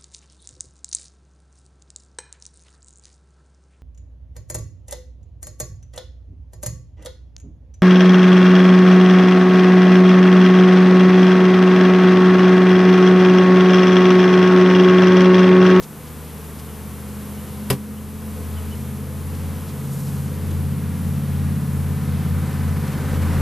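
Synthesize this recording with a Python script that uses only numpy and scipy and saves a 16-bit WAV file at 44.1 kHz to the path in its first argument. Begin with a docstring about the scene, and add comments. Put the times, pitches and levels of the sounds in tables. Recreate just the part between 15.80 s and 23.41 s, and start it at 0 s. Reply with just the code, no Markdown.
"""Honey bees hum around an open hive outdoors, each wing stroke a push of air; late on, one hovers close.
A beekeeper shifts frames: one knocks against the box, both ring, and the gain control dips after it.
A vehicle nears all the while: its exhaust drone climbs and swells, and its tyre roar rises at the end.
Gloves and suit rustle faintly, there is one soft bump, and a far bird chirps over the outdoor hiss."""
import sys
import numpy as np
from scipy import signal
from scipy.fft import rfft, irfft
from scipy.io import wavfile
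from scipy.ndimage import uniform_filter1d, map_coordinates

SR = 44100
rng = np.random.default_rng(int(sys.argv[2]) if len(sys.argv) > 2 else 0)


def to_wav(s):
    """Save 16-bit WAV."""
    ch = np.atleast_2d(s).T  # columns
    pcm = np.round(np.clip(ch, -1, 1) * 32767)  # PCM
    wavfile.write(sys.argv[1], SR, pcm.astype(np.int16))


N = 335592
TIME = np.arange(N) / SR
BINS_HZ = np.fft.rfftfreq(N, 1 / SR)


def wingbeats(beat_hz, sharpness=500):
    """One sharp push of air per wing stroke."""
    strokes = np.cumsum(beat_hz) / SR + rng.random()
    return np.exp(sharpness * (np.cos(2 * np.pi * strokes) - 1))


# swarm filter (frequency [Hz], relative gain [dB])
SWARM_FILTER = [(100, 48), (230, 11), (340, 12.5), (430, 8.5), (520, 4), (630, -7.5), (750, -7),
                (1150, -10.5), (1800, -17.5), (3000, -23.5), (6000, -32), (12000, -59)]

def bees(count=20, wing_hz=232, spread=.14, swerve=.04, distance_db=7, swarm_db=-42, stir_db=1.5, stir_s=5):
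    """Each bee has its own wingbeat rate; its pitch and distance drift in flight."""
    swarm = np.zeros(N)
    for place in np.linspace(-1, 1, count):
        beat_hz = wing_hz * np.exp(spread * place + swerve * wander(3) + .006 * wander(30))
        swarm += wingbeats(beat_hz) * amp(distance_db * np.tanh(wander(3.022)))
    pressure = np.diff(swarm, prepend=swarm[0])
    restless_db = stir_db * np.minimum(TIME / stir_s, 1)  # moving the frames stirs the colony
    return colour(pressure, SWARM_FILTER) * amp(swarm_db + restless_db)


# closest bee's flight (time [s], wingbeat [Hz], level [dB])
NEAR_BEE_FLIGHT = [(4.7, 235, -76), (5.2, 239.8, -52.5), (5.75, 242.6, -54), (6.0, 250.7, -47.5),
                   (6.4, 257.3, -46), (6.9, 252.4, -45), (7.3, 256.2, -45), (7.61, 259, -51)]
# its wing filter (frequency [Hz], relative gain [dB])
NEAR_BEE_FILTER = [(150, -22), (250, -3), (500, -1), (770, 2.5), (1050, 0), (1480, 1.5), (2000, -0.5),
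                   (2700, -8), (3600, -7.5), (6000, -14), (12000, -40)]

def near_bee(waver=0.00698, bob_db=2):
    """One bee hovers close; its rasping overtones stand out from the swarm."""
    buzz = wingbeats(curve(NEAR_BEE_FLIGHT) * np.exp(waver * wander(14)))
    level_db = curve(NEAR_BEE_FLIGHT, column=2) + bob_db * wander(7)
    return colour(buzz, NEAR_BEE_FILTER) * amp(level_db)


# frame meets box and settles (time [s], level [dB], decay [s])
CONTACTS = [(1.9017, -14, 0.0075), (1.9037, -10.5, 0.0037), (1.9095, -23.5, 0.023), (1.9264, -31, 0.011)]
# contact noise (frequency [Hz], relative level [dB])
CRACK_SPECTRUM = [(150, -8), (400, 7), (900, -2), (1500, -1), (3300, -4), (4300, -7), (4950, -5),
                  (6300, -10), (9000, -6), (12000, -1.5), (14200, -6.5)]
# frame and box modes (frequency [Hz], level [dB], t60 [s])
WOOD_MODES = [(105, -45, 0.1), (132.5, -7, 0.13), (187, -12, 0.17), (237, -29, 0.19), (275.4, -18, 0.23),
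              (399, -12, 0.093), (483, -27, 0.19), (526, -16, 0.07), (574, -30, .06), (780, -18.5, 0.057),
              (995, -18, .08), (1146, -27, 0.12), (1250, -30, 0.11), (1530, -37, 0.063), (1910, -22, 0.069),
              (2740, -21, 0.058), (3040, -19, 0.042), (3370, -27, 0.068), (3830, -25, 0.038),
              (4870, -18, 0.049)]

def frame_knock(build_s=0.0021, settle_db=-9):
    """Quick contacts crack; the hardest rings frame and box, the last nudges them again."""
    contact = sum(amp(db) * (TIME >= s) * np.exp(-abs(TIME - s) / decay_s) for s, db, decay_s in CONTACTS)
    crack = contact * port_noise(CRACK_SPECTRUM)
    hardest_s, last_s = max(CONTACTS, key=lambda row: row[1])[0], CONTACTS[-1][0]
    age_s = TIME[:SR // 2]
    ring = sum(amp(db - 60 * age_s / t60) * np.sin(2 * np.pi * hz * age_s) for hz, db, t60 in WOOD_MODES)
    ring *= 1 - np.exp(-age_s / build_s)
    dull_ring = uniform_filter1d(ring, size=16)
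    strike = np.interp(TIME - hardest_s, age_s, ring)
    nudge = amp(settle_db) * np.interp(TIME - last_s, age_s, dull_ring, left=0)
    return crack - strike - nudge


# firing note, swelling and fading as its path changes (time [s], level before beating [dB])
FIRING_LEVEL = [(0.0, -57.5), (0.3, -38.5), (2.42, -35), (2.76, -27.1), (3.14, -33), (3.66, -27),
                (4.14, -39), (4.6, -25.8), (5.06, -25), (5.18, -32.5), (5.28, -25), (6.2, -27),
                (6.3, -18.5), (6.44, -30.5), (6.54, -22.5), (7.28, -28), (7.6, -13)]

def firing_note_db(beat_hz=2.33, reflection_share=.48, from_s=4, dip_s=5.41):
    """Once the vehicle is close, a reflection with another Doppler shift beats against the note."""
    share = reflection_share * np.clip(TIME - from_s, 0, 1)
    return curve(FIRING_LEVEL) + interference_db(share, beat_hz * (TIME - dip_s) + .5)


# lesser exhaust overtones (order [x cycle rate], relative level [dB])
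OVERTONE_ORDERS = [(6, -29), (7, -38), (9, -16.5), (10, -9), (11, -31.5), (12, -28.5), (13, -25), (14, -32),
                   (15, -19), (16, -22), (17, -27), (18, -25)]
# their growth on approach (time [s], base level [dB])
OVERTONE_SWELL = [(0, -45), (1.3, -40.5), (2.9, -37), (4.1, -34), (5.6, -28), (7.1, -29), (7.6, -26)]
# pipe resonances (centre [Hz], half width [Hz], lift [dB])
PIPE_RESONANCES = [(154.5, 3, 8), (208, 17.5, 28)]

def overtones_db(cycle_hz, echo_share=0.36, lag_s=.02773, lag_drift_s_per_s=-.000176, fade_db=2.0):
    """Pipe resonances lift passing overtones; a wall echo of shrinking lag lifts and cuts them in turn."""
    swell_db = curve(OVERTONE_SWELL)
    echo_s = lag_s + lag_drift_s_per_s * TIME
    orders = []
    for order, db in OVERTONE_ORDERS:
        hz = order * cycle_hz
        pipe_db = sum(lift / (1 + ((hz - centre) / width) ** 2) for centre, width, lift in PIPE_RESONANCES)
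        echo_db = interference_db(echo_share, hz * echo_s)
        orders.append((order, swell_db + db + pipe_db + echo_db + fade_db * wander(4)))
    return orders


# engine speed (time [s], four-stroke cycle rate [Hz])
ENGINE_SPEED = [(0.0, 15.35), (0.45, 15.35), (1.3, 15.9), (2.5, 16.55), (3.1, 16.75), (3.85, 17.25),
                (4.6, 17.33), (5.55, 17.68), (6.0, 17.48), (6.9, 17.38), (7.2, 17.0), (7.61, 17.45)]
# strong note above the firing note (time [s], level [dB])
UPPER_NOTE_LEVEL = [(0.0, -57), (1.24, -41.3), (2.82, -42), (3.02, -32.8), (3.86, -37.5), (4.06, -26.9),
                    (4.44, -27), (4.58, -34), (4.88, -25), (5.22, -33.5), (5.32, -24.5), (7.38, -27.5),
                    (7.5, -30.5), (7.6, -18.5)]

def exhaust(firing_order=5, upper_order=8, middle_order=10, close_from_s=5.5):
    """Uneven firing throbs once a cycle; the pipe spreads each throb and echoes blur it, most when far."""
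    cycle_hz = curve(ENGINE_SPEED)
    cycles = np.cumsum(cycle_hz) / SR
    orders = [(firing_order, firing_note_db()), (upper_order, curve(UPPER_NOTE_LEVEL))]
    orders += overtones_db(cycle_hz)
    far = np.maximum(1 - TIME / close_from_s, 0)
    blur_rad, spread_rad = .18 + .3 * far, .19 + .5 * far
    drone = np.zeros(N)
    for order, db in orders:
        pipe_rad = spread_rad * (order - middle_order) ** 2
        echo_rad = (blur_rad * wander(1) + .06 * wander(10)) * (order / middle_order) ** 2
        drone -= amp(db) * np.cos(2 * np.pi * order * cycles - pipe_rad - echo_rad)
    firing_strength = 1 + .05 * wander(45)
    return np.sqrt(2) * drone * firing_strength


# tyre roar (frequency [Hz], relative level [dB])
TYRE_SPECTRUM = [(100, -26), (240, 1), (400, 2.5), (620, -4.5), (900, -2), (1400, -2.5), (2000, -7),
                 (3200, -15.5), (6000, -19), (14000, -18)]
# low rumble (frequency [Hz], relative level [dB])
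RUMBLE_SPECTRUM = [(12, -19), (33, 8), (55, 1), (90, 8.5), (170, 1.5), (250, 4.5), (310, 2), (390, -5.5),
                   (520, -0.5), (900, -42)]
# its growth (time [s], level [dB])
RUMBLE_SWELL = [(0, -69), (2.3, -44.5), (4.5, -41.5), (5.7, -42.5), (6.9, -37.5), (7.61, -26.5)]

def road_noise(start_m=70.6, speed_m_per_s=8.93, aside_m=3.6, tyres_at_1m_db=-19.0, flutter_db=1.1):
    """Tyre roar grows as 1/distance while the vehicle nears; a low rumble swells with it."""
    distance_m = np.hypot(aside_m, start_m - speed_m_per_s * TIME)
    roar = port_noise(TYRE_SPECTRUM) * amp(tyres_at_1m_db + flutter_db * wander(70)) / distance_m
    rumble = port_noise(RUMBLE_SPECTRUM) * amp(curve(RUMBLE_SWELL))
    return roar + rumble


# brushes of glove, tool and suit (mid time [s], level [dB], length [s], band centre [Hz])
BRUSHES = [(.037, -41.5, 0.053, 4500), (0.278, -47, 0.027, 3580), (.797, -44.5, 0.037, 3980),
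           (3.552, -44.5, 0.012, 3500), (3.891, -48, .067, 4000), (4.137, -41, 0.06, 11500),
           (4.203, -42, .05, 9500), (4.247, -44.5, 0.94, 9500), (4.278, -46, .06, 5800),
           (4.713, -42.5, .016, 2800), (7.081, -39, .014, 4000)]

def rustles(stereo_width=0.043, width_octaves=1.0):
    """Swells of friction noise, each in its own band."""
    out, hz = np.zeros((2, N)), np.fft.rfftfreq(SR, 1 / SR) + 1
    for s, db, length_s, centre_hz in BRUSHES:
        band = np.exp(-.5 * (np.log2(hz / centre_hz) / width_octaves) ** 2)
        mid, side = irfft(rfft(rng.standard_normal((2, SR))) * band)[:, :round(length_s * SR)]
        friction = unit(np.array([mid + stereo_width * side, mid - stereo_width * side]))
        add_centred(out, s, amp(db) * friction * np.hanning(len(mid)))
    return out


def bump(at_s=4.722, hz=325, db=-31, length_s=0.056):
    """One soft, hollow bump."""
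    out, age_s = np.zeros(N), TIME[:round(length_s * SR)]
    add_centred(out, at_s, amp(db) * np.hanning(len(age_s)) * np.sin(2 * np.pi * hz * age_s))
    return out


# bird calls (mid time [s], level [dB], length [s])
BIRD_CHIRPS = [(0.896, -52, .057), (1.588, -49, .05), (1.682, -52, .04), (2.18, -45.5, 0.037),
               (2.782, -45, 0.062), (2.931, -43.5, 0.063), (7.147, -47, .06), (7.36, -50, .06)]

def far_bird(top_hz=2990, droop_hz=70, rasp=0.028):
    """Thin chirps whose pitch arches and trembles."""
    out = np.zeros(N)
    for s, db, length_s in BIRD_CHIRPS:
        arch_hz = top_hz - droop_hz * np.linspace(-1, 1, round(length_s * SR)) ** 2
        hz = arch_hz * (1 + rasp * wander(402)[:len(arch_hz)])
        add_centred(out, s, amp(db) * np.hanning(len(hz)) * np.sin(2 * np.pi * np.cumsum(hz) / SR))
    return out


# outdoor background (frequency [Hz], relative level [dB])
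AIR_SPECTRUM = [(20, -12), (60, 3.5), (110, 7), (200, 7), (330, 4.5), (650, -5), (1100, -3.5), (2000, -19),
                (3000, -56.5), (4200, -28.5), (6200, -15.5), (9000, -11), (12000, -6), (14200, -12.5)]

def air(level_db=-39.0, drift_db=-0.48):
    """Low outdoor noise with a bright hiss on top."""
    return port_noise(AIR_SPECTRUM) * amp(level_db + drift_db * wander(5.5))


# likeness of the two microphone ports (frequency [Hz], correlation [0..1])
PORT_CORRELATION = [(25, .88), (100, .993), (2500, .982), (4500, .9), (6500, .62), (9000, .38), (14000, .3)]

def port_noise(spectrum_db):
    """Shaped noise at both ports, rms 1: alike in the bass, partly unrelated in the treble."""
    mid, side = rfft(rng.standard_normal((2, N))) * amp(spectrum(spectrum_db))
    correlation = spectrum(PORT_CORRELATION)
    mid, side = mid * np.sqrt(1 + correlation), side * np.sqrt(1 - correlation)
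    return unit(irfft([mid + side, mid - side], N))


def interference_db(share, lag_cycles):
    """Gain of a tone joined by a weaker, lagging copy."""
    return 10 * np.log10(1 + share ** 2 + 2 * share * np.cos(2 * np.pi * lag_cycles) + 1e-6)


def amp(db):
    """Decibels to gain."""
    return 10 ** (np.asarray(db) / 20)


def unit(x):
    """Scales to rms 1."""
    return x / np.sqrt(np.mean(x ** 2) + 1e-20)


def curve(rows, column=1):
    """One column of a time table at every sample."""
    rows = np.array(rows)
    return np.interp(TIME, rows[:, 0], rows[:, column])


def spectrum(points):
    """A frequency table at every bin, joined on a log axis."""
    hz, value = np.transpose(points)
    return np.interp(np.log(BINS_HZ + 1), np.log(hz), value)


def colour(x, spectrum_db):
    """Filters x, to rms 1."""
    return unit(irfft(rfft(x) * amp(spectrum(spectrum_db)), N))


def wander(knots_per_s):
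    """Smooth random drift of about unit size."""
    knots, coarse_s = rng.standard_normal(2048), TIME[::64]
    drift = map_coordinates(knots, [coarse_s * knots_per_s], order=3, mode="wrap")
    return np.interp(TIME, coarse_s, drift)


def add_centred(mix, at_s, sound):
    """Mixes a sound in, centred on at_s."""
    start = max(round(at_s * SR) - sound.shape[-1] // 2, 0)
    part = mix[..., start:start + sound.shape[-1]]
    part += sound[..., :part.shape[-1]]


def scene():
    """All sources at the two ports."""
    surroundings = air() + road_noise() + exhaust()
    return surroundings + bees() + near_bee() + frame_knock() + rustles() + bump() + far_bird()


# port imbalance (frequency [Hz], left minus right [dB])
PORT_BALANCE = [(25, 3.5), (85, 1.3), (170, .2), (400, -.2), (4000, .1), (9000, 2.2), (14000, 2.6)]
# port phase offset (frequency [Hz], right lead [rad])
PORT_PHASE = [(25, .75), (85, .46), (150, .28), (300, .17), (1000, .05), (4000, 0)]

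def record(dry, threshold_db=-17.5, squeeze=0.44, recovery_db_per_s=12, ceiling=.54, cutoff_hz=14330):
    """Unequal ports, gain control (quick fall, slow recovery), soft peak limiter, low-pass."""
    half = np.array([[.5], [-.5]])
    mismatch = amp(spectrum(PORT_BALANCE) * half) * np.exp(-1j * spectrum(PORT_PHASE) * half)
    ports = irfft(rfft(dry) * mismatch, N)
    power = uniform_filter1d((ports ** 2).mean(0), size=500)
    power_db = 10 * np.log10(abs(power) + 1e-12)
    recovery_db = TIME * recovery_db_per_s
    held_db = np.maximum.accumulate(power_db + recovery_db) - recovery_db
    over_db = np.maximum(held_db - threshold_db, 0)
    ducked = ports / amp(squeeze * uniform_filter1d(over_db, size=100))
    limited = ducked / (1 + (ducked / ceiling) ** 8) ** (1 / 8)
    lowpass = signal.firwin(801, cutoff_hz, window=("kaiser", 8), fs=SR)
    return signal.oaconvolve(limited, lowpass[None], "same", axes=1)


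dry = scene()
out = record(dry)
to_wav(out)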